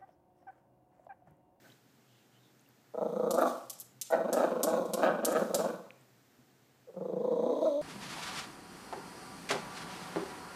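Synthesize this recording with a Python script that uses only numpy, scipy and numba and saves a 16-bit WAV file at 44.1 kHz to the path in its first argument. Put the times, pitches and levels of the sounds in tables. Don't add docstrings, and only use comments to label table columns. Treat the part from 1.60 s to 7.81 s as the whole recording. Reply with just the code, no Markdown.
import sys
import numpy as np
from scipy import signal
from scipy.fft import rfft, irfft, next_fast_len
from scipy.io import wavfile
from scipy.ndimage import uniform_filter1d
from numba import njit

SR = 44100
rng = np.random.default_rng(int(sys.argv[2]) if len(sys.argv) > 2 else 0)


def invert_db(level):
    return 10 ** (np.asarray(level, dtype=float) / 20)


def int16_out(signal):
    q = np.round(np.clip(np.atleast_2d(signal).T, -1, 1) * 32767)
    wavfile.write(sys.argv[1], SR, q.astype(np.int16))


N = 274081
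T = np.arange(N) / SR

# (frequency [Hz], relative level [dB])
HISS_COLOUR = [(18, -79), (30, -87), (90, -11.5), (105, -23), (123, 4.5), (151, -9), (235, -5),
               (633, -15.5), (740, -13), (1040, -19.5), (1620, -18), (2390, -22.5), (2940, -24),
               (7500, -26.5), (10000, -33.5), (13000, -28.5), (15200, -29.5)]
# (time [s], level [dB])
HISS_SWELL = [(0, -2), (.08, 1), (.2, -5.5), (4.4, -4), (6.21, -8)]
# (frequency [Hz], time to fade by 60 dB [s])
ROOM_T60 = [(150, 0.31), (1000, 0.54), (3500, 0.22), (9000, 0.189), (15000, 0.016)]
# (time [s], level [dB], frequency [Hz], time to fade by 60 dB [s])
TICKS = [(0.1013, -50, 3150, 0.0117), (0.1178, -57, 3200, 0.024), (0.1206, -50.5, 3890, 0.0195),
         (.995, -52, 6370, 0.0061), (1.011, -58, 9500, 0.0096), (1.062, -58, 2756, 0.015),
         (1.089, -47.5, 12200, 0.0047), (4.306, -32.5, 2430, 0.0055), (4.789, -53, 241, 0.12),
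         (5.958, -62.5, 2512, 0.008), (4.412, -48, 8276, 0.003243), (6.013, -59.5, 10570, 0.003615)]
# (start [s], end [s], frequency [Hz], width [Hz], level [dB])
CREAKS = [(0.027, 0.081, 1552, 57, -63), (0.014, 0.106, 640, 61, -68.5), (0.44, 0.68, 3070, 740, -72.5),
          (0.71, 0.8, 2995, 205, -72), (0.76, 0.94, 3630, 380, -74)]
# (start [s], peak level [dB], rise [s], fade [dB per s])
SCRAPES = [(1.71, -55, 0.2, 76), (2.42, -60.5, 0.089, 91), (2.73, -52, 0.014, 68), (3.03, -66, 0.23, 39),
           (3.34, -60.5, 0.033, 51), (3.72, -53.5, 0.063, 62), (3.95, -50.5, 0.042, 116)]
# (time [s], level of the first 200 samples [dB], low share [dB], high share [dB], thud [dB])
TAPS = [(1.708, -35, -5, -1, -62), (1.742, -41.5, -6, -1, -79), (1.782, -47.5, -14, -2, -70),
        (1.812, -44.5, -1.5, 28, -76), (2.098, -38, -6, 0, -91), (2.1282, -51, 0, 4.5, -93),
        (2.186, -53.5, -17.5, -4, -86), (2.2, -40.5, -24, 6.5, -88), (2.2126, -52.5, -4, -6, -88),
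        (2.4138, -33, -5.5, -3, -80.5), (2.506, -49, -22, 8.5, -74), (2.729, -33.5, -5.5, -0.5, -77),
        (3.032, -27.5, -6, 2, -64), (3.255, -55.5, -9, -9.5, -73), (3.3355, -34, -2, 0, -70),
        (3.649, -27.5, -7, -1.5, -67), (3.7196, -43.5, -31.5, 1, -64), (3.9449, -29, -4, -0.5, -65)]
# (delay [s], relative level [dB])
TAP_ECHOES = [(.0032, -3), (.006, -7), (.009, -10), (.013, -14)]
# (frequency [Hz], width [Hz])
CLAW_BANDS = [(4000, 3500), (7300, 5000), (12000, 6500)]
# (time [s], pitch [Hz], level [dB])
WHINE = [(6.012, 305, -39), (6.03, 321, -31), (6.041, 300, -38), (6.047, 263, -30), (6.055, 271, -36),
         (6.062, 328, -31.5), (6.084, 319, -29), (6.092, 300, -36), (6.099, 290, -37), (6.16, 286, -35.5),
         (6.176, 299, -36), (6.21, 300, -38.5)]
WHINE_PARTIALS_DB = (-7.5, 4.5, -19, -29.5)
# (time [s], pitch [Hz], level [dB])
WHIMPER = [(5.268, 531, -77), (5.275, 529, -53), (5.285, 500, -52), (5.295, 462, -49), (5.312, 432, -57),
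           (5.32, 428, -78)]
# (time [s], throbs gone by [count])
THROB_COUNT = [
    [(1.341, 0), (1.41, 2), (1.525, 5), (1.556, 6), (1.696, 10), (1.775, 12), (1.851, 14), (1.892, 15)],
    [(2.503, 0), (2.524, 1), (2.556, 2), (2.595, 3), (2.642, 4), (2.761, 7), (2.828, 9), (2.904, 11),
     (2.952, 12), (2.994, 13), (3.068, 15), (3.126, 17), (3.16, 18), (3.208, 19), (3.285, 21), (3.333, 22),
     (3.37, 23), (3.42, 24), (3.536, 27), (3.627, 29), (3.664, 30), (3.71, 31), (3.789, 33), (3.843, 34),
     (3.896, 35), (3.937, 36), (4.036, 38), (4.128, 40), (4.225, 42), (4.29, 44)],
    [(5.341, 0), (5.362, 1), (5.446, 3), (5.56, 6), (5.639, 8), (5.706, 10), (5.754, 11), (5.89, 15),
     (5.982, 18), (6.009, 19), (6.085, 21)],
]
# (time [s], flap rate [Hz], voiced share of a throb [0-1])
TENSION = [(1.34, 225, .72), (1.6, 210, .75), (1.75, 235, .85), (1.85, 240, .75), (2.5, 240, .85),
           (2.62, 235, .74), (2.72, 240, .88), (2.8, 240, .86), (2.98, 240, .72), (3.12, 240, .9),
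           (3.3, 230, .78), (3.45, 235, .92), (3.55, 235, .72), (3.7, 240, .8), (3.79, 240, .88),
           (3.845, 235, .55), (3.9, 230, .66), (4.0, 225, .76), (4.1, 220, .8), (5.35, 205, .82),
           (5.6, 205, .78), (5.75, 230, .8), (6.0, 280, .86)]
# (time [s], throb level [dB], throat [Hz], muzzle [Hz], muzzle level [dB], breath level [dB])
MOUTH = [
    [(1.335, -40.5, 534, 1245, -22, -80), (1.41, -32, 609, 1250, -20.5, -72),
     (1.49, -35.5, 523, 1190, -18.5, -68.5), (1.67, -32.5, 530.3, 1210, -13.5, -66.5),
     (1.75, -32.5, 579, 1144, -12, -69), (1.81, -26, 619, 1286, -5, -55.5),
     (1.865, -31.5, 667.5, 1159, -8.5, -59), (1.92, -62, 583, 1134, 5.5, -37)],
    [(2.495, -37.5, 690, 1340, -21, -76), (2.53, -27.5, 624.6, 1488, -15.5, -63.5),
     (2.63, -39.5, 556, 1033, -15, -70), (2.73, -32.5, 598, 1250, -15.5, -67),
     (2.82, -27, 643, 1268, -15, -60), (2.93, -39, 510, 1000, -12.5, -72), (3.09, -30, 616, 1167, -17, -62),
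     (3.16, -30.5, 603, 1083, -16, -57), (3.25, -40.5, 543, 1036, -19, -65),
     (3.35, -37, 549, 1054, -15, -66), (3.385, -34, 562.4, 1097, -18.5, -75.5),
     (3.44, -27.5, 655.5, 1216, -10.5, -53.5), (3.57, -37, 590.8, 1121, -12.5, -100),
     (3.7, -32, 565, 1237, -14, -70), (3.77, -30, 566.4, 1257, -11, -60.5),
     (3.86, -41.5, 533, 1020, -17, -72), (3.96, -32, 575, 1260, -16, -62),
     (4.05, -31.5, 617.6, 1093, -16, -72), (4.12, -42.5, 547, 1147, -10.5, -67),
     (4.19, -57.5, 560, 1000, -12.5, -73), (4.29, -62, 520, 900, -7, -80)],
    [(5.27, -49, 494, 1110, -21, -91), (5.345, -52, 500, 1130, -19, -93),
     (5.375, -41.5, 514, 1155, -26.5, -93), (5.45, -39, 480.7, 1095, -21.5, -74),
     (5.55, -37, 482, 997, -31, -76.5), (5.65, -34, 487.4, 980, -22, -68.5),
     (5.79, -34.5, 526, 960, -22.5, -66.5), (5.87, -32, 530, 1022, -23.5, -64),
     (6.0, -33, 532, 973, -22, -61.5), (6.06, -41, 602.7, 1028, -7, -58.5),
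     (6.21, -45, 580, 1082, -8.5, -65.5)],
]
# (bared teeth [dB], breath tilt [dB per octave], throat width [Hz],
# muzzle width [Hz], change of the flap rate through a throb [share])
GROWLS = [(-12, 9, 335, 295, .15), (9, 8, 313, 310, .4), (-7, 4, 263, 382, -.05)]
# (time [s], noise over pulses [share])
RASP = [(1.3, .2), (1.75, .4), (2.5, .35), (4.2, .4), (5.3, .15), (5.7, .3), (6.0, .4)]
# (frequency [Hz], width [Hz], relative level [dB])
SNARL = [(2588, 1020, -5.5), (3056, 425, -12.5), (3472, 1140, -19.5)]
# (frequency [Hz], width [Hz], relative level [dB])
NOSE = [(2230, 1200, -7), (3662, 920, 1), (6252, 850, -8.5), (8154, 370, -19), (9500, 3400, -16.5),
        (12240, 1800, -27), (13730, 6500, -20.5)]
# (delay [s], relative level [dB])
PANE_ECHOES = [(.0021, -12), (.0047, -20)]

EFFORT_DB = -34
GRUNT_S, GRUNT_DB, GRUNT_LENGTH_S = 5.286, -56, 0.03


def unit(x):
    return x / np.sqrt(np.mean(x ** 2))


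@njit
def svf(x, hz, width):
    y, b, l, last, g = np.empty(len(x)), 0., 0., 0., 0.
    for i in range(len(x)):
        if hz[i] != last:
            last, g = hz[i], np.tan(np.pi * hz[i] / SR)
        k = width[i] / hz[i]
        v = (b + g * (x[i] + 1e-18 * (i & 1) - l)) / (1 + g * (g + k))
        b, l, y[i] = 2 * v - b, l + 2 * g * v, k * v
    return y


def band(x, hz, width_hz):
    return svf(x, hz + np.zeros(len(x)), width_hz + np.zeros(len(x)))


def twice(x, hz, width_hz):
    return band(band(x, hz, width_hz), hz, width_hz)


def log_curve(points, hz):
    f, v = np.transpose(points)
    return np.interp(np.log(np.maximum(hz, 1)), np.log(f), v)


def over_time(points):
    return np.interp(T, *np.transpose(points))


def fade(age, t60):
    return np.exp(-np.log(1000) * age / t60)


def background():
    hiss_db = -60
    hum_hz, hum_width_hz, hum_db = 120.45, 9, -83.5
    size = next_fast_len(N)
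    colour = invert_db(log_curve(HISS_COLOUR, np.arange(size // 2 + 1) * SR / size))
    hiss = irfft(rfft(rng.standard_normal(size)) * colour, size)[:N]
    hiss = invert_db(hiss_db) * unit(hiss)
    hum = invert_db(hum_db) * unit(band(rng.standard_normal(N), hum_hz, hum_width_hz))
    return invert_db(over_time(HISS_SWELL)) * hiss + hum


def room(x, delay_s=0.0091, build_s=0.045):
    age = np.arange(SR) / SR
    centres = 125 * 2. ** np.arange(8)
    centres[-1] *= .8
    tail = np.zeros(SR)
    for hz in centres:
        tail += band(rng.standard_normal(SR), hz, 0.61 * hz) * fade(age, log_curve(ROOM_T60, hz))
    tail = tail * np.clip((age - delay_s) / build_s, 0, 1)
    return signal.fftconvolve(x, tail / np.sqrt(np.sum(tail ** 2)))[:N]


def ticks(rise_s=0.00037):
    out, age = np.zeros(N), np.arange(SR // 4) / SR
    for t0, db, hz, t60 in TICKS:
        level = invert_db(np.maximum(db - 60 * age / t60, -200))
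        tick = np.clip(age / rise_s, 0, 1) * level * np.sin(2 * np.pi * hz * age)
        part = out[int(t0 * SR):][:len(age)]
        part += tick[:len(part)]
    return out


def creaks():
    out = np.zeros(N)
    for t0, t1, hz, width, db in CREAKS:
        swell = np.sin(np.pi * np.clip((T - t0) / (t1 - t0), 0, 1))
        out += invert_db(db) * swell * unit(band(rng.standard_normal(N), hz, width))
    return out


def scrape(grain_db=-2.0):
    unevenness = unit(uniform_filter1d(rng.standard_normal(N), size=60))
    grains = rng.standard_normal(N) * invert_db(grain_db * unevenness)
    hiss = unit(band(grains, 5640, 9000) + invert_db(-16.0) * band(grains, 12300, 5000))
    level = np.zeros(N)
    for t0, db, rise_s, fade_db in SCRAPES:
        rise = np.clip((T - t0) / rise_s, 0, 1)
        level += rise * invert_db(db - fade_db * np.clip(T - t0 - rise_s, 0, None))
    return level * hiss


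def claws(point=6., tick_s=0.00065, rattle_t60_s=0.073, rattle_db=0.0, thud_hz=52.5, thud_t60_s=0.77):
    ring_hz, ring_width_hz, ring_db, ring_t60_s = 6992, 700, -21, 9
    out, age = np.zeros(N + SR), np.arange(SR // 8) / SR
    build = np.clip(age / TAP_ECHOES[0][0], 0, 1)
    push = np.exp(-age / tick_s) + invert_db(rattle_db) * fade(age, rattle_t60_s) * build ** 2
    for lag, db in TAP_ECHOES:
        push = push + invert_db(db) * (age > lag) * np.exp(-np.abs(age - lag) / tick_s)
    for t0, db, low_db, high_db, thud_db in TAPS:
        grit = rng.standard_normal(len(age))
        contact = push * grit + point * (age == 0)
        low, middle, high = (twice(contact, hz, width) for hz, width in CLAW_BANDS)
        snap = invert_db(low_db) * low - middle + invert_db(high_db) * high
        ring = fade(age, ring_t60_s) * build * twice(grit, ring_hz, ring_width_hz)
        snap = snap + invert_db(ring_db) * ring
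        snap = invert_db(db) * snap / np.sqrt(np.mean(snap[:200] ** 2))
        thud = invert_db(thud_db) * fade(age, thud_t60_s) * unit(band(grit, thud_hz, thud_hz))
        out[int(t0 * SR):][:len(age)] += snap + thud
    return out[:N]


def whimper():
    s, hz, db = np.transpose(WHIMPER)
    level = np.sqrt(2) * invert_db(np.interp(T, s, db, -200, -200))
    return level * np.sin(2 * np.pi * np.cumsum(np.interp(T, s, hz)) / SR)


def whine(onset_s=0.0075, waver=.016):
    s, hz, level_db = np.transpose(WHINE)
    drift = unit(uniform_filter1d(rng.standard_normal(N), size=400))
    phase = 2 * np.pi * np.cumsum(np.interp(T, s, hz) * (1 + waver * drift)) / SR
    level_db = np.interp(T, s, level_db)
    tone = np.zeros(N)
    for k, db in enumerate(WHINE_PARTIALS_DB):
        tone += np.sqrt(2) * invert_db(level_db + db) * np.sin((k + 1) * phase)
    return tone * np.clip((T - s[0]) / onset_s, 0, 1)


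@njit
def flap(hz, throb, stretch, size):
    pulses, phase, p, k = np.zeros(len(hz) + 1), np.empty(len(hz)), 0., 0
    for i in range(1, len(hz)):
        step = hz[i] * stretch[k] / SR
        p = p + step if throb[i] == throb[i - 1] else 1.
        if p >= 1:
            p, k = p - 1, k + 1
            pulses[i] += size[k] * p / step
            pulses[i + 1] += size[k] * (1 - p / step)
        phase[i] = p
    return pulses[:-1], phase


def throbs():
    duty_per_db, flap_hz_per_db = 0.01528, 3.
    scatter_db, duty_scatter, flap_scatter = .7, .06, .07
    start, period = [GRUNT_S], [1.]
    for pace in THROB_COUNT:
        s, gone = np.transpose(pace)
        times = np.interp(np.arange(gone[-1] + 1), gone, s)
        start, period = np.r_[start, times[:-1]], np.r_[period, np.diff(times)]
    period, start = period[np.argsort(start)], np.sort(start)
    s, mouth_db = np.transpose(np.vstack(MOUTH))[:2]
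    chance = rng.standard_normal((128, 3))[:len(start)].T
    lone = start == GRUNT_S
    db = np.interp(start + period / 3, s, mouth_db) + scatter_db * chance[0]
    db = np.where(lone, GRUNT_DB, db)
    effort = np.clip(db - EFFORT_DB, -10, 10)
    s, slack_hz, share = np.transpose(TENSION)
    duty = (np.interp(start, s, share) + duty_per_db * effort) * (1 + duty_scatter * chance[1])
    flap_hz = (np.interp(start, s, slack_hz) + flap_hz_per_db * effort) * (1 + flap_scatter * chance[2])
    return start, db, flap_hz, np.where(lone, GRUNT_LENGTH_S, duty * period)


def throb_gate(start, db, length, rise_s, fall_s=0.007, swell_db=2.0):
    gate, age = np.zeros(N), np.arange(SR // 8) / SR
    for t0, peak_db, span in zip(start, db, length):
        rise = np.clip(age / rise_s / 2, 0, 1)
        shape = rise / (1 + np.exp(np.clip((age - span) / fall_s * 2, None, 50)))
        shape = shape * invert_db(swell_db * (np.clip(age / span, 0, 1) - .5))
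        part = gate[int((t0 - rise_s) * SR):][:len(age)]
        part += invert_db(peak_db) * shape[:len(part)]
    return gate


def resonances(air, rows, tilt_db=0.):
    total = np.zeros(N)
    for hz, width, db in rows:
        total += invert_db(db + tilt_db * np.log2(hz / rows[1][0])) * unit(twice(air, hz, width))
    return total


def growl(rise_s=0.005, lead_s=.0015, fill_db=-17.0, glide=0.092, flutter_db=1.5, chest_buzz_db=-1.5):
    fold_base_hz, fold_scatter = 167, .05
    jitter, shimmer_db, muzzle_rasp = .045, 2, .8
    chest_base_db, chest_db_per_db, chest_width_hz = -3.5, -0.58, 128.7
    chest_join_s, chest_join_db = 0.093, -16.5
    snarl_per_muzzle_db = 2
    palate_ratio, palate_width_hz, palate_db = 1.3148, 300, 0.5
    breath_throb, breath_hold_s = .5, 0.044

    start, db, flap_hz, length = throbs()
    start = start - lead_s
    s, *columns = np.transpose(np.vstack(MOUTH))
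    effort_db, throat_hz, muzzle_hz, muzzle_db, breath_db = (np.interp(T, s, c) for c in columns)
    which = np.clip(np.searchsorted([rows[-1][0] + .2 for rows in MOUTH], T), 0, len(MOUTH) - 1)
    teeth_db, tilt_db, throat_width, muzzle_width, flutter_glide = np.transpose(GROWLS)[:, which]
    chest_db = chest_base_db + chest_db_per_db * np.clip(effort_db - EFFORT_DB, -10, 10)
    voiced_s = T - np.array([MOUTH[0][0][0], MOUTH[1][0][0], GRUNT_S])[which]
    chest_db = chest_db + chest_join_db * np.clip(1 - voiced_s / chest_join_s, 0, 1)
    snarl_db = teeth_db + snarl_per_muzzle_db * muzzle_db
    now = np.clip(np.searchsorted(start - rise_s, T) - 1, 0, None)
    gate = throb_gate(start, db, length, rise_s)

    progress = np.clip((T - start[now]) / length[now], 0, 1) - .5
    fold_hz = fold_base_hz * (1 + fold_scatter * rng.standard_normal(len(start)))
    fold_hz = fold_hz[now] * (1 + glide * progress)
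    chance = rng.standard_normal((N // 50, 2)).T
    pulses, phase = flap(fold_hz, now, 1 + jitter * chance[0], invert_db(shimmer_db * chance[1]))
    buzz = unit(pulses - pulses.mean())
    air = unit(np.exp(-phase / .5) * rng.standard_normal(N))
    rasp = over_time(RASP)

    def resonate(noise_share, hz, width):
        source = gate * (buzz + noise_share * air)
        return np.sqrt(SR / width) * band(twice(source, hz, width), hz, width)

    flutter_hz = uniform_filter1d(flap_hz[now] * (1 + flutter_glide * progress), size=100)
    flutter = uniform_filter1d(gate, size=300) * np.sin(2 * np.pi * np.cumsum(flutter_hz) / SR)
    chest = invert_db(chest_buzz_db) * resonate(rasp, flutter_hz, chest_width_hz) + invert_db(flutter_db) * flutter
    throat = resonate(rasp, throat_hz, throat_width)
    muzzle = resonate(muzzle_rasp, muzzle_hz, muzzle_width)
    palate = resonate(muzzle_rasp, palate_ratio * muzzle_hz, palate_width_hz)
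    gap_hz = (throat_hz + muzzle_hz) / 2
    gap = np.sqrt(SR / 420) * band(twice(gate * air, gap_hz, 360.0), gap_hz, 360.0)
    voice = throat + invert_db(chest_db) * chest - invert_db(muzzle_db) * muzzle
    voice = voice + invert_db(snarl_db + palate_db) * palate + invert_db(fill_db) * gap
    voice = signal.sosfilt(signal.butter(3, (207, 2400), "band", fs=SR, output="sos"), voice)

    snarl = invert_db(snarl_db) * uniform_filter1d(gate, size=900) * resonances(air, SNARL)
    whining = T > WHINE[0][0]
    flow = uniform_filter1d(1. * ((gate > 1e-4) | whining), int(breath_hold_s * SR))
    pulsing = np.clip(gate / invert_db(effort_db), whining, 2)
    flow = flow * (1 - breath_throb + breath_throb * pulsing)
    breath = invert_db(breath_db) * flow * resonances(air, NOSE, tilt_db)
    return voice + snarl + breath


def scene(dog_room_db=-15, whine_room_db=-24, claw_room_db=-9.5, tick_room_db=-18.5):
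    dog = growl()
    taps = claws() + scrape()
    small = ticks() + creaks()
    dog = dog + sum(invert_db(db) * np.interp(T - lag, T, dog) for lag, db in PANE_ECHOES)
    tone = whine() + whimper()
    to_room = invert_db(dog_room_db) * dog + invert_db(whine_room_db) * tone
    to_room = to_room + invert_db(claw_room_db) * taps + invert_db(tick_room_db) * small
    return (dog + tone + taps + small + room(to_room) + background())[None]


def low_pass(x):
    return signal.sosfilt(signal.butter(12, 16510, fs=SR, output="sos"), x)


def record(dry):
    thinned = signal.sosfilt(signal.butter(1, 30, "high", fs=SR, output="sos"), dry)
    mix = signal.sosfilt(signal.ellip(8, .2, 45, 15300, fs=SR, output="sos"), thinned)
    return low_pass(mix)


dry = scene()
out = record(dry)
int16_out(out)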